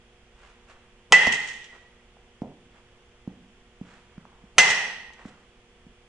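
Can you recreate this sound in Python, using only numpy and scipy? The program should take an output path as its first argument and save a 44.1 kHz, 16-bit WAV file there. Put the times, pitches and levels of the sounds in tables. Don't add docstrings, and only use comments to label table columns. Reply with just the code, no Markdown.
import sys
import numpy as np
from scipy import signal
from scipy.fft import rfft, irfft, next_fast_len
from scipy.io import wavfile
from scipy.ndimage import uniform_filter1d, map_coordinates

SR = 44100
rng = np.random.default_rng(int(sys.argv[2]) if len(sys.argv) > 2 else 0)


def store_pcm(level_fs):
    pcm = np.round(np.clip(level_fs, -1, 1) * 32767).astype(np.int16)
    wavfile.write(sys.argv[1], SR, np.atleast_2d(pcm).T)


N = 268240
T = np.arange(int(1.2 * SR)) / SR

# contact_s, crack_db, ring_db, off_sweet_spot (0-1), crack_tilt_db_per_oct, bearing_rad
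BAT_HITS = [(1.1227, -3.5, -1.5, 0.07, -0.55, -1.6), (4.5825, -2, -4.5, 0.88, 0.48, -.8)]
# freq_hz, correlation
NEAR_CORRELATION = [(250, 1), (1000, .93), (2500, 0.43), (6000, 0.37), (10000, .5)]


def amp(db):
    return 10 ** (np.asarray(db) / 20)


def unit(x):
    return x / np.sqrt(np.mean(x ** 2) + 1e-20)


def along(points, hz):
    freqs_hz, values = np.transpose(points)
    return np.interp(np.log(hz + 1), np.log(freqs_hz), values)


def colour(spectrum, hz, tilt_db_per_oct=0):
    return amp(along(spectrum, hz) + tilt_db_per_oct * np.log2(hz + 20))


def filtered(x, response):
    n = x.shape[-1]
    padded = next_fast_len(n + SR // 4)
    return irfft(rfft(x, padded) * response(np.fft.rfftfreq(padded, 1 / SR)), padded)[..., :n]


def noise(spectrum, shape, tilt_db_per_oct=0):
    return unit(filtered(rng.standard_normal(shape), lambda hz: colour(spectrum, hz, tilt_db_per_oct)))


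def pulse(spectrum, tilt_db_per_oct=0):
    n = len(T)
    hz = np.fft.rfftfreq(2 * n, 1 / SR)
    cepstrum = irfft(np.log(colour(spectrum, hz, tilt_db_per_oct)))[:n]
    click = irfft(np.exp(rfft(2 * cepstrum * (T > 0), 2 * n)))[:n]
    return click / np.abs(click).max()


def fade(t60_s, t=T):
    return amp(-60 * t / t60_s)


def rise_and_fade(rise_s, t60_s, t=T):
    return (1 - np.exp(-t / rise_s)) * fade(t60_s, t)


def spread(pair, correlation):
    def weights(hz):
        angle = np.arccos(np.clip(along(correlation, hz), -1, 1)) / 2
        return np.array([np.cos(angle), np.sin(angle)])
    mid, side = filtered(pair, weights)
    return np.array([mid + side, mid - side])


def add(track, start_s, sound):
    start = max(round(start_s * SR), 0)
    track[:, start:start + sound.shape[1]] += sound[:, :N - start]


def direct(x):
    return np.array([x, x])


def echo(x, envelope, correlation):
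    hz, t, bins = signal.stft(rng.standard_normal((2, len(T))), SR, nperseg=256)
    tail = signal.istft(bins * envelope(hz[:, None], t), SR, nperseg=256)[1][:, :len(T)]
    wet = signal.fftconvolve(x[None], spread(tail, correlation), axes=1)[:, :len(T)]
    return np.std(x) * unit(wet)


def walls(x, t60_s, rise_s=0.009):
    return echo(x, lambda hz, t: rise_and_fade(rise_s, t60_s, t), NEAR_CORRELATION)


def hall(x, rise_s=0.07):
    decay = [(100, 1.1), (250, 0.74), (600, 0.8), (2000, 0.74), (4000, .8), (7000, 0.55), (10500, 0.7)]  # freq_hz, t60_s
    correlation = [(250, 1), (550, 0.8), (1160, 0.9), (2430, 0.35), (5000, 0.035), (10000, .15)]  # freq_hz, correlation
    return echo(x, lambda hz, t: rise_and_fade(rise_s, along(decay, hz), t), correlation)


def ventilation(level_db=-57.5):
    spectrum = [(20, -7), (40, -1), (65, -6.5), (150, -18), (230, -11), (305, -27), (400, -15.5),
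                (600, -20.5), (1300, -22.5), (3350, -21), (3900, -32), (7000, -33.5), (10500, -41)]
    correlation = [(60, 1), (170, 0.99), (480, 1), (1350, 0.62), (3800, -0.0072), (10700, -0.46)]  # freq_hz, correlation
    return amp(level_db) * unit(spread(noise(spectrum, (2, N)), correlation))


def mains_hum(waver_rad=0.25, drift_points_per_s=4):
    harmonics = [(120, -73.5), (240, -72), (360, -69), (480, -69), (720, -77)]  # freq_hz, rms_db
    t = np.arange(N) / SR
    out = np.zeros(N)
    for hz, db in harmonics:
        drift = map_coordinates(rng.standard_normal(64), [drift_points_per_s * t], mode="mirror")
        out += amp(db) * np.sqrt(2) * np.sin(2 * np.pi * hz * t + waver_rad * drift)
    return out


def shoes(grit_db=2.0, hall_db=-6):
    # after_contact_s, level_re_crack_db, half_length_s, tilt_db_per_oct
    footwork = [(-.663, -53.5, .088, -1), (.63, -48.5, .03, -3.7)]
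    # centre_s, level_db, half_length_s, tilt_db_per_oct
    stray_swells = [(.711, -51, .028, -1), (.759, -56.5, .027, -6.5), (2.772, -58, .041, -3),
                    (5.279, -56, .035, 2)]
    sole_spectrum = [(60, -13.5), (200, -18), (700, 1.5), (1500, 3), (2600, -0.5), (4500, -10.5),
                     (7500, -11.5), (10500, -27)]
    out = np.zeros((2, N))
    steps = [(contact_s + after_s, crack_db + db, half_s, tilt)
             for contact_s, crack_db, *_ in BAT_HITS for after_s, db, half_s, tilt in footwork]
    for centre_s, db, half_s, tilt in steps + stray_swells:
        grit = amp(grit_db * unit(uniform_filter1d(rng.standard_normal(len(T)), size=200)))
        rustle = spread(noise(sole_spectrum, (2, len(T)), tilt), NEAR_CORRELATION)
        envelope = np.exp(-(T / half_s - 2) ** 2)
        swell = amp(db) * envelope * unit(grit * rustle)
        add(out, centre_s - 2 * half_s, swell + amp(hall_db) * hall(swell[0]))
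    return out


def impact(knock_db, pitch_hz, slap_db, tick_db, hall_db, swell_cycles=0.58):
    slap_spectrum = [(50, -15), (150, 0), (300, 1), (520, -4.5), (820, -6.5), (1050, -17.5), (1500, -32.5),
                     (3000, -45.5), (9000, -56.5)]
    tick_spectrum = [(200, 3.5), (1300, 3), (3500, -4), (6000, 3.5), (10500, -17)]  # freq_hz, level_db
    age = T * pitch_hz / swell_cycles
    swell = (age * np.exp(1 - age)) ** 1.3
    knock = -amp(knock_db) * swell * np.cos(2 * np.pi * pitch_hz * T)
    slap = -amp(slap_db) * pulse(slap_spectrum)
    tick = amp(tick_db) * pulse(tick_spectrum)
    blow = knock + slap + tick
    body_echo = walls(amp(-13) * knock + amp(1) * slap, t60_s=0.38, rise_s=0.0071)
    tick_echo = amp(2) * walls(tick, t60_s=0.044, rise_s=0.0048)
    return direct(blow) + body_echo + tick_echo + amp(hall_db) * hall(blow)


def distant_taps():
    taps = [(2.1687, -45, 700), (4.1803, -41, 1400), (4.2529, -36, 937), (5.104, -40, 860),
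            (5.194, -44, 700), (5.2518, -37, 1230)]
    out = np.zeros((2, N))
    for start_s, db, pitch_hz in taps:
        add(out, start_s, impact(db, pitch_hz, slap_db=db - 11, tick_db=db - 18, hall_db=-1))
    return out


def netting(rise_s=0.0021, clicks_per_s=2500, hall_db=-6):
    rattles = [(1.321, -22, 0.15), (1.471, -37.5, 0.3), (1.640, -42.5, 0.078), (4.7, -23, 0.11),
               (5.132, -49.5, 0.059)]
    spectrum = [(300, -32), (1500, -4), (3000, 3.5), (4500, -9.5), (6000, -1.5), (8000, -7), (10500, -26)]  # freq_hz, level_db
    out = np.zeros((2, N))
    for start_s, db, t60_s in rattles:
        impulses = rng.standard_normal((2, len(T))) * (rng.random(len(T)) < clicks_per_s / SR)
        clicks = filtered(impulses, lambda hz: colour(spectrum, hz))
        shake = amp(db) * unit(spread(clicks, NEAR_CORRELATION)) * rise_and_fade(rise_s, t60_s)
        add(out, start_s, shake + amp(hall_db) * hall(shake[0]))
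    return out


def bouncing_balls(bounces=5, restitution=0.7714, squash_per_s=0.1686, cushion_s=0.34, stiffening=0.1):
    drops = [(2.4192, .8566, -22.5, -0.5), (5.2546, .611, -29.5, 7)]  # landing_s, next_flight_s, level_db, distance_loss_db_per_bounce
    out = np.zeros((2, N))
    for landing_s, flight_s, db, loss_db in drops:
        for _ in range(bounces):
            if landing_s >= N / SR:
                break
            knock_db = db - 20 * np.log10(1 + (cushion_s / flight_s) ** 3.6)
            pitch_hz = 221 * flight_s ** stiffening
            speed_doublings = np.log2(flight_s)
            slap_db = db + 1.5 + 16.5 * speed_doublings
            tick_db = db - 21.5 + 6.5 * speed_doublings
            add(out, landing_s, impact(knock_db, pitch_hz, slap_db, tick_db, hall_db=-16))
            landing_s += flight_s
            db -= loss_db
            flight_s *= restitution - squash_per_s * flight_s
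    return out


def cage_strikes():
    strikes = [(1.2703, -12, 700, -23, -12), (1.2726, -23, 233, -33, -51), (4.7035, -13, 3000, -38, -12)]  # start_s, knock_db, pitch_hz, slap_db, tick_db
    out = np.zeros((2, N))
    for start_s, knock_db, pitch_hz, slap_db, tick_db in strikes:
        add(out, start_s, impact(knock_db, pitch_hz, slap_db, tick_db, hall_db=-16))
    return out


def swish(level_db=-42, half_s=0.015):
    spectrum = [(60, -7), (200, 2), (600, -4.5), (1500, -19), (5000, -31)]  # freq_hz, level_db
    out = np.zeros((2, N))
    for contact_s, *_ in BAT_HITS:
        rush = amp(level_db) * noise(spectrum, len(T)) * np.exp(-(T / half_s - 2) ** 2)
        add(out, contact_s - 2 * half_s, direct(rush))
    return out


def barrel(off_spot, bearing_rad, speed_m_s=20, slowing_s=0.27, turn_rad_s=9, bloom_share=0.058):
    modes = [(429, -18.5, .07, -3.5), (850, -16, 0.073, 0.5), (1930, -20.5, 1, -7), (1956, 2, 0.24, 0),
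             (2604, -5.5, 0.065, 1.5), (3110, 3, 0.019, -3.5), (3950, -27.5, 0.087, 12),
             (5886, -24, 0.064, 27.5)]
    sound_m_s = 343
    approach_m_s = speed_m_s * np.exp(-T / slowing_s) * np.cos(bearing_rad + turn_rad_s * T)
    doppler_time_s = T + np.cumsum(approach_m_s) / sound_m_s / SR
    ring = np.zeros(len(T))
    for hz, db, t60_s, change_db in modes:
        envelope = amp(db + off_spot * change_db) * rise_and_fade(bloom_share * t60_s, t60_s)
        ring += envelope * np.sin(2 * np.pi * hz * doppler_time_s)
    return ring


def barrel_echo(off_spot, bearings=6):
    echoes = (hall(barrel(off_spot, 2 * np.pi * k / bearings)) for k in range(bearings))
    return sum(echoes) / np.sqrt(bearings)


def bat(crack_t60_s=0.04, crack_walls_db=-3, ring_walls_db=-11, hall_db=-4.5):
    crack_spectrum = [(60, -29.5), (200, -9), (300, -22), (430, -6.5), (650, -7.5), (850, -1), (1200, -7),
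                      (1750, 0), (2350, -3), (2620, 0.5), (3350, -5), (3700, -12), (5800, -9), (8100, -14),
                      (8700, -24), (10500, -26.5)]
    out = np.zeros((2, N))
    for contact_s, crack_db, ring_db, off_spot, tilt, bearing_rad in BAT_HITS:
        crack = amp(crack_db) * noise(crack_spectrum, len(T), tilt) * fade(crack_t60_s)
        blow = np.std(crack) * unit(pulse(crack_spectrum, tilt))
        crack_walls = amp(crack_walls_db) * walls(blow, t60_s=0.14)
        add(out, contact_s, direct(crack) + crack_walls + amp(hall_db) * hall(blow))
        ring = barrel(off_spot, bearing_rad)
        ring_hall = amp(hall_db) * barrel_echo(0.91 * off_spot)
        ring_walls = amp(ring_walls_db) * walls(ring, t60_s=0.084)
        add(out, contact_s, amp(ring_db) * (direct(ring) + ring_walls + ring_hall))
    return out


def scene():
    batting = swish() + bat() + cage_strikes() + netting() + bouncing_balls()
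    return batting + distant_taps() + shoes() + ventilation() + mains_hum()


def record(dry, balance_db=0.9, lead_samples=3, corner_hz=2200, ceiling=0.77, hardness=5, top_hz=10300):
    sides = np.array([[-1], [1]])
    lead_rad = lambda hz: np.pi * hz * lead_samples / SR / (1 + (hz / corner_hz) ** 2)
    heard = amp(balance_db * sides) * filtered(dry, lambda hz: np.exp(1j * sides * lead_rad(hz)))
    clipped = heard / (1 + np.abs(heard / ceiling) ** hardness) ** (1 / hardness)
    return filtered(clipped, lambda hz: amp(-np.clip((hz - top_hz) / 20, 0, 100)))


dry = scene()
out = record(dry)
store_pcm(out)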